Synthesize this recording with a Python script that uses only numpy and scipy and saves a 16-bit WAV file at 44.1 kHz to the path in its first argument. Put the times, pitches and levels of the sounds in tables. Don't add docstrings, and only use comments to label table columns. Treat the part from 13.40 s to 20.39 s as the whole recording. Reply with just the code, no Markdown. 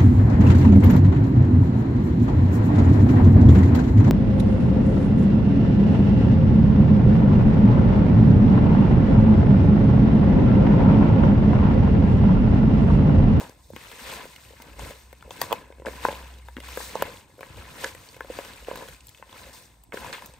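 import sys
import numpy as np
from scipy import signal
from scipy.fft import rfft, irfft, next_fast_len
from scipy.io import wavfile

SR = 44100
rng = np.random.default_rng(int(sys.argv[2]) if len(sys.argv) > 2 else 0)


def to_wav(s):
    ch = np.atleast_2d(s).T
    pcm = np.round(np.clip(ch, -1, 1) * 32767)
    wavfile.write(sys.argv[1], SR, pcm.astype(np.int16))


N = 308259


def from_db(db):
    return 10 ** (np.asarray(db) / 20)


def rms_one(x):
    return x / np.sqrt(np.mean(x ** 2) + 1e-20)


def at_hz(points, hz):
    points_hz, values = np.array(points).T[:2]
    return np.interp(np.log(hz), np.log(points_hz), values)


def drift(rate_hz):
    r = np.exp(-80 * np.pi * rate_hz / SR)
    noise = rng.standard_normal(N // 40 + 2002)
    slow = signal.lfilter([1], [1, -2 * r, r * r], noise)[2000:]
    return np.interp(np.arange(N) / 40, np.arange(len(slow)), rms_one(slow))


def ring(clicks, hz, t60):
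    r, w = from_db(-60 / (t60 * SR)), 2 * np.pi * hz / SR
    return signal.lfilter([0, np.sin(w)], [1, -2 * r * np.cos(w), r * r], clicks + 1e-18)


def grains(per_s, spread_db, clump_db):
    chance = per_s * from_db(clump_db * drift(25)) / SR
    born = rng.random((2, N)) < chance
    size_db = spread_db * np.minimum(rng.exponential(1, born.sum()), 5)
    out = np.zeros((2, N))
    out[born] = from_db(size_db) * rng.standard_normal(born.sum())
    return out


# (f/Hz, likeness 0-1)
ALIKE = [(60, 1), (120, 0.81), (240, 0.9), (480, 0.62), (950, 0.12), (1900, 0.52), (3800, 0.38),
         (7500, 0.84), (15000, 0.81)]


def coloured(pair, spectrum):
    size = next_fast_len(N)
    hz = np.maximum(np.fft.rfftfreq(size, 1 / SR), 1)
    curve = [(spectrum[0][0] / 2, -80)] + list(spectrum)
    gain = from_db(at_hz(curve, hz)) * (hz < 1.02 * spectrum[-1][0])
    alike = np.clip(at_hz(ALIKE, hz), 0, 1)
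    mid, side = rfft(pair, size) * gain
    both = np.sqrt(1 + alike) * mid + np.sqrt(1 - alike) * side * [[1], [-1]]
    return irfft(both, size)[:, :N]


def swells(rows):
    t, power = np.arange(0, N, 32) / SR, 1e-12
    for s, rise, hold, fall, *levels_db in rows:
        rising = (t - s) / max(rise, .002)
        falling = (s + hold - t) / max(fall, .08)
        shape_db = 20 * np.minimum(0, np.minimum(rising, falling))
        power = power + from_db(np.add.outer(levels_db, shape_db)) ** 2
    return np.array([np.interp(np.arange(N) / SR, t, 10 * np.log10(p)) for p in power])


def laid(s, pieces):
    out = np.zeros((2, N + pieces.shape[2]))
    for i, piece in zip(np.round(s * SR).astype(int), pieces.transpose(1, 0, 2)):
        out[:, i:i + piece.shape[1]] += piece
    return out[:, :N]


# (t at full level/s, 20 dB rise/s, at least .002, hold/s, 20 dB fall/s, at least .08,
# level/dB)
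HUM_SWELLS = [(1.0, 2.5, 0.3, 2, -64), (1.45, 0.4, 0.39, -1.5, -55.5), (2.55, 0.5, 0.73, 0.5, -45.5),
              (3.25, 0, 0.19, 0, -51.5)]
HUM_HZ, HUM_SAG_HZ_PER_S = 68.2, 1.8


def hum():
    t = np.arange(N) / SR
    level = np.sqrt(2) * from_db(swells(HUM_SWELLS)[0])
    phase = 2 * np.pi * (HUM_HZ - HUM_SAG_HZ_PER_S * t / 2) * t + .12 * drift(1.5)
    return level * np.sin(phase)


# (f/Hz, relative level/dB per Hz)
RUMBLE_COLOUR = [(70, -5.5), (90, 5), (130, 0.5), (200, -11.5), (300, -8.5), (400, -13)]
DEEP_COLOUR = [(30, -28), (40, -9.5), (52, 7.5), (65, 8), (80, -16.5)]
AIR_COLOUR = [(120, -19), (200, 12.5), (296, -9), (405, -2.5), (1010, 8), (1270, -13), (2500, -12),
              (5230, -31), (8500, 0.5), (11000, -50), (18700, -120)]
# (t/s, rumble level/dB, deepest rumble level/dB)
TABLE_SHOVES = [(.04, -73, -66), (.33, -59, -66), (.72, -61, -54), (.88, -71, -65), (1.42, -48.5, -47),
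                (2.02, -48.5, -63.5), (2.65, -53, -65.5), (3.3, -54.5, -59.5), (3.66, -58, -51),
                (3.83, -93.5, -63), (4.17, -50, -48), (4.3, -54.5, -54), (4.44, -71.5, -54),
                (4.54, -54.5, -60), (4.87, -57.5, -51.5), (5.06, -63.5, -63.5), (5.22, -72, -49.5),
                (5.489, -57.5, -58), (5.63, -82, -57), (6.009, -60.5, -57), (6.601, -63.5, -51)]
SHOVE_RISE_S, SHOVE_HOLD_S, SHOVE_FALL_S = 0.18, 0.026, 0.14
RUMBLE_DB, DEEP_DB, SWAY_DB = -62, -63, 3.5
AIR_DB = -67


def kitchen():
    low_hum = hum()
    steady = [(0, 1, N / SR, 1, RUMBLE_DB, DEEP_DB)]
    shoves = [(s, SHOVE_RISE_S, SHOVE_HOLD_S, SHOVE_FALL_S, *levels_db) for s, *levels_db in TABLE_SHOVES]
    rumble_db, deep_db = swells(steady + shoves)
    rumble, deep, air = (rms_one(coloured(rng.standard_normal((2, N)), colour))
                         for colour in (RUMBLE_COLOUR, DEEP_COLOUR, AIR_COLOUR))
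    rumble = from_db(rumble_db + SWAY_DB * drift(22.0)) * rumble
    deep = from_db(deep_db + SWAY_DB * drift(6.9)) * deep
    return low_hum + rumble + deep + from_db(AIR_DB) * air


# (t/s, base level/dB, then level/dB against it and centre f/Hz for the thud
# of the low modes, the tick of the middle modes and the snap of the top modes; crack level/dB against base
# and its pitch f/Hz, top crack level/dB against base, left over right level/dB, ring length factor,
# pitched share of the crack 0-1)
BOWL_KNOCKS = [(0.012, -33.5, -6.5, 464, -7, 790, -15, 2000, -18, 4000, -30, 0, 1, 0.6),
               (0.094, -37, -11, 298, -14, 770, -16, 2260.0, -5, 4760, -17, 7, 0.69, 0.6),
               (0.3017, -32, -9, 510, -32, 754.0, -35.0, 1890.0, -38, 5090.0, -19, 2, 0.9, 0.65),
               (0.333, -34, -7, 305, -16.5, 1050, -21, 1880.0, -34.5, 6630.0, -28.0, -3.5, 1.05, 0.65),
               (0.3618, -27, -14.5, 365, -14, 1110, -3, 2530, -11, 3260, -19, 4, 1.1, 0.65),
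               (0.5151, -32, -19, 550.0, -14.5, 1250, -11, 2200.0, -10, 4330.0, -13, 5, 0.75, 0.65),
               (0.853, -36, -8, 500.0, -27, 805.0, -20, 2440.0, -21.0, 3310.0, -14, 3, 0.73, 0.65),
               (0.9602, -29.5, -43, 320, -37, 870, -8.5, 2400, -10.5, 4310.0, -17, -1, 1, 0.4),
               (1.105, -38, -9, 458, -44, 740, -27, 2070, -21.5, 8100, -36, 6, 1, 0.65),
               (1.133, -43, -6, 510.0, -39, 864.0, -23.0, 2470.0, -23.5, 7990.0, -34.0, 5, 1.2, 0.65),
               (1.199, -40.5, -10, 300.0, -9.5, 1010, -5.5, 2150, -26.0, 3310.0, -24.0, 5, 1.1, 0.65),
               (1.22, -38, -24, 610, -22, 1050, -1.5, 2480, 1, 4250, -5.5, 5, 0.72, 0.4),
               (1.3928, -30.5, -17, 610.0, -11.5, 940, -19, 2450.0, -4.5, 7560, -27.5, 4, 1.3, 0.7),
               (1.507, -35.5, -6, 516, -23, 1420, -25, 2380.0, -5, 3500, -9, 3, 1, 0.6),
               (1.7274, -32.5, -13.5, 480.0, -17, 770, -8, 1980, -12, 4030, -15, 4, 0.95, 0.3),
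               (1.808, -43.5, -14, 300.0, -17, 982.0, -2, 3270.0, -12, 4410.0, -28.0, -1.5, 0.9, 0.65),
               (1.824, -34.5, -29, 620.0, -16, 1140, -7, 1760, -12, 3490.0, -26.5, 4, 1, 0.65),
               (1.876, -45, -2, 520.0, -32.5, 999.0, -28, 1810.0, -30, 5460.0, -30, 1, 1.1, 0.65),
               (1.892, -43, -4, 560.0, -29, 910.0, -18, 3140.0, -23.0, 3500.0, -9, 6.0, 0.72, 0.65),
               (1.9065, -26.5, -14, 600.0, -15.5, 990, -6, 2820, -6, 3500, -27, 4.5, 1.2, 0.7),
               (2.0149, -12, -22, 650.0, -13.5, 840, -8, 2175, -5, 4590, -9, 6, 0.95, 0.5),
               (2.1081, -23.5, -11, 540.0, -12.5, 990, -25, 2530.0, -27.5, 4390.0, -32, -0.5, 0.77, 0.65),
               (2.117, -23, -11, 550.0, -6.5, 960, -16, 2510.0, -15, 3340, -22, -12, 1, 0.9),
               (2.1258, -16, -12, 560.0, -7, 920, -5.5, 2665, -9.5, 4400, -13, 6.5, 0.93, 0.54),
               (2.134, -26.5, -10.5, 560, -6, 930, -20, 2500, -30, 4000, -40, 1, 1.1, 0.6),
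               (2.3014, -32, -9, 470, -46, 937.0, -36, 2440.0, -42.0, 3780.0, -48.0, 8, 0.91, 0.65),
               (2.323, -36.5, -13, 517, -20, 1120.0, -5.5, 2290, -11.5, 3570, -41, 0, 1.2, 0.8),
               (2.382, -41, -9, 383, -28, 810.0, -12, 1860, -24, 5010.0, -31, 0.0, 1, 0.65),
               (2.397, -34, -9.5, 517, -44, 818.0, -13, 2370, -19.5, 7910.0, -39.0, 4, 0.86, 0.65),
               (2.419, -40.5, -1, 440.0, -12.5, 1090.0, -8, 2036, -34.0, 7760.0, -36.0, -1.5, 1.1, 0.65),
               (2.449, -32, -11.5, 560.0, -10.5, 1080, -16, 1970.0, -38.5, 3530.0, -43, 6.5, 1.2, 0.65),
               (2.458, -31, -9.5, 580.0, -6, 931.0, 0, 2500.0, -3.5, 5020, -34.0, 1.5, 1, 0.6),
               (2.4652, -22, -10, 408, -8.5, 1780, -12.5, 1800, -27, 3310.0, -44.5, 1.5, 1, 0.65),
               (2.4736, -20, -10.5, 457, -23.5, 1050.0, -43.5, 1810.0, -46, 3410.0, -47, 4.5, 1.5, 0.65),
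               (2.483, -24.5, -9, 510.0, -13, 1070, -10, 2010.0, -36.5, 3660.0, -42, -6, 0.91, 0.65),
               (2.6497, -13, -15.5, 500, -7.5, 890, -8, 1310, -23, 3450.0, -23, 1, 0.99, 0.5),
               (2.684, -17.5, -9.5, 510.0, -11, 940, -11.5, 1790, -34, 3980.0, -40, 0.5, 1.45, 0.65),
               (2.705, -30.5, -19, 600, -7, 905, -18, 2000, -30, 4000, -40, 2, 0.9, 0.65),
               (2.7263, -24.5, -12.5, 480.0, -22, 802.0, -15, 2260.0, -24.5, 4190.0, -35.0, 4, 1, 0.65),
               (2.939, -52, -14.0, 294, -23, 876, -17, 3270.0, 7.5, 3310.0, -25.5, -9, 0.73, 0.75),
               (2.985, -47.5, -7.5, 300.0, -22, 750.0, -3.0, 3000, 3.5, 3820, -6, 0, 0.9, 0.65),
               (3.0839, -31, -20.5, 545, -11, 1100.0, -13, 1940.0, -15, 3630, -23, 6, 1.4, 0.9),
               (3.1661, -23, -13.5, 290, -14, 1650, -9.5, 2660, -18, 3860, -31, 4, 0.93, 0.8),
               (3.175, -34, -26, 500, -11, 1580, -8, 2300, -16, 3300, -41, 3, 1.3, 0.65),
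               (3.182, -32, -6.5, 338, -19, 990, -16, 2190.0, -33, 3590.0, -29, 6, 0.8, 0.65),
               (3.2017, -28, -21, 450.0, -28, 1720.0, -6, 2520, -7.5, 3450, -21.0, 2, 1.1, 0.54),
               (3.234, -41, -30, 520.0, -8, 1000.0, -11, 1810.0, -22, 3460.0, -28, -4.5, 1, 0.6),
               (3.2842, -30.5, -29, 300.0, -12.5, 1120, -22, 2510.0, -10, 3750.0, -11, -0.5, 1.3, 0.65),
               (3.372, -19.5, -11, 497, -10.5, 1450.0, -26, 2170.0, -30.5, 7900, -17, 4.5, 1.16, 0.65),
               (3.4023, -28, -15, 650.0, -14.5, 835, -12, 2380, -24, 4130, -25.5, 9, 0.86, 0.65),
               (3.553, -16, -16, 520.0, -11, 800, -30, 1783, -13, 6240, -35, -1, 1.1, 0.4),
               (3.6218, -13.5, -9, 560, -5.5, 1190, -8, 2800, -9.5, 4500.0, -11.5, 1.5, 0.69, 0.46),
               (3.98, -40, -8.5, 480.0, -29, 1160.0, -23, 2800.0, -22, 3350.0, -17, 0.5, 0.9, 0.65),
               (3.99, -40, -7, 500.0, -9.5, 1640.0, -23, 2050.0, -24, 4910.0, -30, 3, 1.1, 0.65),
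               (4.0069, -28, -13, 540.0, -20, 1070, -10.5, 2350, -13.5, 3890.0, -18, 2, 1.3, 0.4),
               (4.029, -28.5, -13, 527, -16, 1120, -5.5, 1780, -40, 4010.0, -39.0, 5, 1.3, 0.65),
               (4.172, -35, -16.5, 510.0, -14, 1040, -16, 2830.0, -9, 3870.0, -19, 4, 1.1, 0.65),
               (4.437, -24.5, -11.5, 520, -12, 1060, -17, 3000, -16.5, 3320, -39, 1, 1.6, 0.65),
               (4.4423, -16, -22.5, 530.0, -11, 1760, -11.5, 1810.0, -5, 3300, -31.0, -0.5, 1.5, 0.3),
               (4.4577, -29.5, -8, 570.0, -18, 1500.0, -14, 1960.0, -16, 7850.0, -16, 3, 1, 0.65),
               (4.548, -34, -13.5, 572, -32, 888.0, 0, 2180, -6, 7900.0, -12, 2.5, 1.3, 0.65),
               (4.688, -57.5, -22.5, 510.0, -28, 1030.0, -10.5, 2550.0, 21, 4520, -7.0, 0, 0.9, 0.65),
               (4.743, -42, -24, 337, -26, 1570.0, 1, 2340, -6, 7000, -29.5, 2, 1.3, 0.5),
               (4.7642, -36, -11.5, 546, -25, 744, -7, 2070.0, -10, 6000, -13.5, 2.5, 1.3, 0.5),
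               (4.8056, -20.5, -20, 484, -6.5, 1450, -19, 1850, -21, 3280, -28, 4, 1.25, 0.8),
               (4.845, -34.5, -8.5, 537, -13, 1570.0, -35, 1810.0, -31, 3530.0, -21, 5.5, 1.3, 0.65),
               (4.8992, -26.5, -5, 437, -39, 864.0, -35, 3100.0, -31, 3310.0, -38, -1, 1.3, 0.65),
               (4.967, -34.5, -7.5, 310.0, -14, 1710.0, -11, 2030.0, -4, 4390.0, -30, 4, 0.55, 0.6),
               (4.9868, -20, -9, 506, -21, 930, -14, 1900, -16, 4730, -25, 5, 1.07, 0.6),
               (5.048, -35, -13, 470.0, -7, 1610, -19, 2300.0, -2, 5560, -13, 2.5, 1.2, 0.5),
               (5.283, -22.5, -7.5, 554, -28, 980, -26.5, 2130.0, -26.5, 3310.0, -32, -2.5, 0.4, 0.6),
               (5.3119, -24, -9, 527, -11, 950, -29, 1880, -27, 3780.0, -37, -5, 0.81, 0.65),
               (5.3563, -27.5, -27, 590.0, -14, 975, -9, 1810.0, -7.5, 3860, -11, 0.0, 0.77, 0.4),
               (5.373, -33.5, -15, 590.0, -11, 939.0, -15, 2450.0, 1, 3820.0, -21.0, 0.5, 0.9, 0.65),
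               (5.422, -36.5, -6.5, 520.0, -15.0, 888.0, -25, 2630.0, -28.0, 7560.0, -21, -2, 0.86, 0.65),
               (5.4845, -32.5, -14.5, 530.0, -15, 1610, -11, 2090.0, -4.5, 3280, -13, 2, 1, 0.5),
               (5.606, -50, -23, 300.0, -30, 760, -14, 2670.0, 10, 8100, -20, -2, 0.76, 0.3),
               (5.669, -55, -15, 300.0, -14, 861.0, -10, 2960.0, 11.5, 7650, 7.5, 13, 0.9, 0.9),
               (5.683, -50, -24, 500, -21, 900, -10, 3000, 11.5, 4300, -11, 3, 0.75, 0.6),
               (5.691, -52, -24, 650.0, -14.5, 1020, -15.0, 3010.0, 13.5, 7560, 8.5, 5.0, 0.83, 0.65),
               (5.746, -35.5, -39, 380.0, -36.0, 1760.0, -3, 2730, -16, 3560, -27.0, 6, 1.1, 0.7),
               (5.774, -47, -28, 500, -26, 1700, -3, 2210, 2, 3500, -20, 1, 0.9, 0.65),
               (5.783, -46, -28, 500, -24, 1710, -3, 2600, -8, 3500, -20, 7, 1, 0.65),
               (5.796, -49, -4.5, 480.0, -20, 740.0, -7, 3000.0, -8, 3700.0, -20, 4, 0.9, 0.65),
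               (5.8241, -30.5, -22.5, 540.0, -11.5, 1060, -6, 2080, -36.0, 3320.0, -38, 6, 1.1, 0.65),
               (5.892, -44.5, -12, 300.0, -11, 1010, 1, 3000, -21.0, 3310.0, -29, 2, 0.96, 0.65),
               (5.927, -41.5, -15, 450.0, -7, 1120, -13, 2060.0, 1, 3450, -24.0, -1, 1.1, 0.65),
               (6.436, -51, -23, 292, -12, 830, -22, 3070.0, 4.5, 7900, 8, 0, 0.9, 0.8),
               (6.5213, -24.5, -25, 650.0, -17, 1450, -7.5, 2240, -22, 3310.0, -27, -6, 1.6, 0.6),
               (6.5298, -30, -11, 460.0, -7.5, 1580.0, -20, 2280.0, -15, 3630, -34.0, 6, 1.2, 0.65),
               (6.5406, -25, -5.5, 440.0, -21, 1590.0, -29, 2470.0, -25, 3930.0, -33, 4, 0.5, 0.65),
               (6.5715, -26.5, -13, 500.0, -6.5, 1540, -11, 2190.0, -20, 7470.0, -22, 3, 1.4, 0.65),
               (6.6448, -30.5, -24, 540.0, -8, 1000.0, -30, 2540.0, -28.0, 3570, -36.0, 5, 1.3, 0.65),
               (6.6614, -30.5, -17, 550.0, -9, 970.0, -31.0, 2010.0, -14, 3500, -30, 2, 1, 0.65),
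               (6.727, -28, -31, 550.0, -14, 1780.0, -8, 1840, 0, 4300.0, -28.0, -6, 0.84, 0.5),
               (6.733, -26, -20, 480.0, -9, 1770, -19, 2910.0, -7, 3620, -34.0, -1, 1, 0.3),
               (6.78, -38, -21, 580.0, -6.5, 996.0, -15, 1990.0, -22.0, 5700, -22.0, 0, 1.3, 0.65),
               (6.8208, -34.5, -27, 590, -8.5, 930, -7, 1810.0, -14, 3450.0, -23, 3, 1.1, 0.65),
               (6.859, -40.5, -13, 433, -14, 923, -17, 2310.0, 3, 6400, 5, -1, 0.9, 0.65),
               (6.937, -43.5, -11, 530.0, -37, 940, -28, 2220.0, 2, 8400, -31.0, 4, 0.86, 0.74)]
# (f/Hz, relative level/dB,
# base time to fall 60 dB t/s, which knocks and squeezes each scale)
BOWL_MODES = [(136, 15, 0.051), (237, 5.5, 0.028), (326, -2, 0.016), (450, -4, 0.077), (531, 4.5, 0.053),
              (688, -2, 0.043), (858, -5, 0.046), (931, 1.5, 0.044), (1015, 0.5, 0.083),
              (1310, -0.5, 0.0089), (1562, 1.5, 0.025), (1700, -6.5, 0.084), (2110, 0, 0.028),
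              (2596, -3.5, 0.041), (3040, -0.5, 0.019)]
# (f/Hz, relative level/dB per Hz)
CRACK_COLOUR = [(2500, 14.5), (4500, 11), (7000, 12), (10000, 6.5)]
TOP_CRACK_COLOUR = [(10000, 4.5), (12000, 8), (13500, 2.5), (14600, 7), (15600, 3.5), (16500, -13)]
THUD_FALL_DB, TICK_FALL_DB, SNAP_FALL_DB = 26, 31.5, 57
PUSH_S, PUSH_TURNS = .0016, -.2
CONTACT_CYCLES = 0.93
SPREAD_S = 0.001198
GRIP_CYCLES, TAIL_DB = 2.48, -8
CRACK_RISE_MS, CRACK_FALL_MS, TOP_FALL_MS = 0.76, 2.3, 3.7
WALL_LOW_CUT_HZ = 86


def knocks():
    (s, peak_db, thud_db, thud_hz, tick_db, tick_hz, snap_db, snap_hz,
     crack_db, crack_hz, top_db, pan_db, free, pitched) = np.transpose(BOWL_KNOCKS)
    sides = from_db(np.outer([.5, -.5], pan_db))
    modes = len(BOWL_MODES)
    chance = rng.normal(0, 1, (len(s), 3 * modes + 1))
    t = np.arange(1800) / SR
    rings = np.zeros((2, len(s), len(t)))
    bands = ((thud_db, THUD_FALL_DB, thud_hz), (tick_db, TICK_FALL_DB, tick_hz), (snap_db, SNAP_FALL_DB, snap_hz))
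    for k, (hz, db, t60) in enumerate(BOWL_MODES):
        colour = sum(from_db(level_db - fall_db * np.log2(hz / centre_hz) ** 2)
                     for level_db, fall_db, centre_hz in bands)
        age = t - PUSH_S - SPREAD_S * np.sqrt(1000 / hz)
        before, after = np.minimum(age, 0), np.maximum(age, 0)
        swell = np.exp(-(before * hz / CONTACT_CYCLES) ** 2) * np.minimum(t / PUSH_S, 1)
        choked = np.exp(-(after * hz / (GRIP_CYCLES * free[:, None])) ** 2)
        loss = np.log(1000) / (1.48 * t60 * np.clip(free, .2, 3)[:, None])
        shape = swell * (choked + from_db(TAIL_DB) * np.exp(-loss * after))
        loaded_hz = hz * (1 + 0.047 * chance[:, [k + 2 * modes]])
        own_db = 1.5 * chance[:, k] + 1.5 * chance[:, k + modes] * [[1], [-1]]
        gain = sides * colour * from_db(peak_db + db - 3.5 + own_db)
        rings += gain[:, :, None] * shape * np.cos(2 * np.pi * (loaded_hz * age - PUSH_TURNS))
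    ms = 1000 * t
    crack, top = (from_db(peak_db + db)[:, None] * (1 - np.exp(-ms / CRACK_RISE_MS)) * np.exp(-ms / fall_ms)
                  * sides[:, :, None] for db, fall_ms in ((crack_db, CRACK_FALL_MS), (top_db, TOP_FALL_MS)))
    share = np.clip(pitched, 0, 1)[:, None]
    turns = crack_hz[:, None] * t + chance[:, -1:]
    whistle = np.sqrt(2) * share * crack * np.sin(2 * np.pi * turns)
    out = laid(s, rings + whistle)
    out = signal.sosfilt(signal.butter(2, WALL_LOW_CUT_HZ, "high", fs=SR, output="sos"), out)
    noisy_crack = np.sqrt(1 - share ** 2) * crack
    for shape, spectrum in ((noisy_crack, CRACK_COLOUR), (top, TOP_CRACK_COLOUR)):
        out += laid(s, shape) * rms_one(coloured(rng.standard_normal((2, N)), spectrum))
    return out


def fizz(pair, cycles, spectrum):
    dealt = rng.integers(0, 14, (2, N))
    pitches = np.geomspace(spectrum[0][0], spectrum[-1][0], 14)
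    rings = sum(ring(pair * (dealt == k), hz, cycles / hz) * hz ** .5 for k, hz in enumerate(pitches))
    return rms_one(coloured(rings, spectrum))


# (t at full force/s, 20 dB rise/s, at least .002, hold/s,
# 20 dB fall/s, at least .08, wall ringing level/dB, wet crackle level/dB, fine hiss level/dB)
HAND_STROKES = [(0.0, .05, 0.0014, 0.14, -38, -44.5, -46.5), (0.3, 1, 0.03, 8, -67, -71.5, -66),
                (0.37, 0.03, 0.09, 1.7, -52.5, -49, -55.5), (0.54, 0.43, 0.0085, 1.6, -65, -72, -51.5),
                (0.70, 0.1752, 0.043, -0.01, -43, -40.5, -43), (0.79, 0.3, 0.034, 0.06, -42.5, -47, -52.5),
                (1.2, -0.8, 0.098, 0.4, -52.5, -59.5, -92), (1.40, 0.05, 0.091, 0.13, -43, -45.5, -48.5),
                (1.55, -0.15, 0.0024, 0.3, -94, -83, -57), (1.84, -0.5, 0.017, 0, -53, -73, -69),
                (1.91, 0, 0.061, -0.9, -52.5, -53, -52), (2.03, 0.09, 0.0066, -0.08, -39.5, -45, -41.5),
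                (2.11, 0.13, 0.031, 0.14, -40.5, -46, -51), (2.17, -0.8, 0.0052, 0.5, -52.5, -69.5, -82),
                (2.46, -0.06, 0.19, -0.48, -45.5, -49.5, -50.5), (2.64, 0.04, 0.042, 0.33, -41, -41.5, -45),
                (3.05, 0, 0.03, -1.7, -79, -64, -62.5), (3.175, -3.1, 0.036, 4, -62, -63.5, -78.5),
                (3.24, 0.04, 0.073, 0.2, -51, -46.5, -53), (3.40, 0.22, 0.04, 0.2, -48, -43.5, -41),
                (3.60, 0.2, 0.06, 0.16, -39.5, -44.5, -50), (3.72, 0.23, 0.079, 0, -57, -56, -53.5),
                (3.88, -5, 0.036, 3, -69, -79.5, -65.5), (4.012, -0.6, 0.011, 1.7, -52.5, -52.5, -58),
                (4.17, -0.18, 0.18, 0.8, -51, -52, -56), (4.42, 0.12, 0.057, 0, -45, -41.5, -43.5),
                (4.67, 0.7, 0.077, -2.5, -84, -80, -55.5), (4.94, 0.16, 0.077, 0.48, -47.5, -46.5, -49.5),
                (5.07, -0.4, 0.0087, 0.6, -59, -53.5, -57), (5.27, -0.02, 0.033, 0.21, -43, -50, -53),
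                (5.38, 0.2, 0.051, -0.3, -45.5, -50, -53), (5.53, 0.5, 0.0065, 0, -56.5, -52, -51),
                (5.72, 0.5, 0.063, -4.8, -84, -68, -60), (5.98, 0.2, 0.074, 0.28, -50.5, -50, -52),
                (6.13, -0.05, 0.035, 0.2, -55.5, -56, -49.5), (6.535, -0.24, .03, 0.5, -44.5, -47.5, -47.5),
                (6.6, -0.28, 0.11, 0.13, -45, -52, -52), (6.73, -0.02, 0.013, 0.07, -55.5, -37.5, -48),
                (6.82, -0.42, 0.038, -0.46, -47.5, -54.5, -54)]
# (wall ringing level/dB, wet crackle level/dB, fine hiss level/dB)
STILL_HAND = [-99.5, -89.5, -75.5]


def hand():
    return swells(HAND_STROKES + [(0, 1, N / SR, 1, *STILL_HAND)])


# (f/Hz, relative level/dB per Hz)
CRACKLE_COLOUR = [(700, -20), (1300, -11.5), (1900, -9.5), (2500, -8), (3500, -10.5), (4600, -15),
                  (5500, -27.5)]
HISS_COLOUR = [(3500, -2), (5000, -3), (7000, -2.5), (9000, -1), (10500, -5), (12500, -3), (14500, -9.5),
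               (15600, 4)]
TICKS_PER_S, TICKS_DB = 150, 8.5
HISS_TOP_HZ = 15800


def squeezing():
    wall_db, crackle_db, hiss_db = hand()
    wall = 0
    for hz, db, t60 in BOWL_MODES[1:14]:
        mid, side = from_db(db) * ring(grains(300, 2.15, 3.2), hz, 0.57 * t60)
        wall = wall + mid + from_db(-9.0) * side * [[1], [-1]]
    fine = grains(5000, 1.05, 2.6)
    ticks = from_db(TICKS_DB) * grains(TICKS_PER_S, 1.4, 4.0)
    crackle = fizz(fine + ticks, 20.5, CRACKLE_COLOUR)
    hiss = fizz(grains(16000, 0.93, 1.9), 13.0, HISS_COLOUR)
    hiss = signal.sosfilt(signal.cheby2(10, 30, HISS_TOP_HZ, fs=SR, output="sos"), hiss)
    layers = from_db(wall_db) * rms_one(wall) + from_db(crackle_db) * crackle + from_db(hiss_db) * hiss
    return from_db(np.array([[.8], [-.8]])) * layers


def scene():
    return squeezing() + knocks() + kitchen()


RIGHT_LAG_S = .00002
SHARED_TREBLE_HZ, IN_STEP_HZ, TREBLE_LEAD_S = 9300, 8420, .000278
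MIC_LOW_CUT_HZ, CUTOFF_HZ = 29, 16800


def record(dry):
    left, right = rfft(dry)
    hz = np.fft.rfftfreq(N, 1 / SR)
    shared = np.clip((hz - SHARED_TREBLE_HZ) / 1200 + 1, 0, 1)
    early = left * np.exp(2j * np.pi * np.maximum(hz - IN_STEP_HZ, 0) * TREBLE_LEAD_S)
    late = right * np.exp(-2j * np.pi * hz * RIGHT_LAG_S)
    heard_right = np.sqrt(1 - shared ** 2) * late + shared * early
    out = irfft(np.array([left, heard_right]), N)
    out = signal.sosfilt(signal.butter(2, MIC_LOW_CUT_HZ, "high", fs=SR, output="sos"), out)
    return signal.sosfilt(signal.cheby2(16, 70, CUTOFF_HZ, fs=SR, output="sos"), out)


dry = scene()
out = record(dry)
to_wav(out)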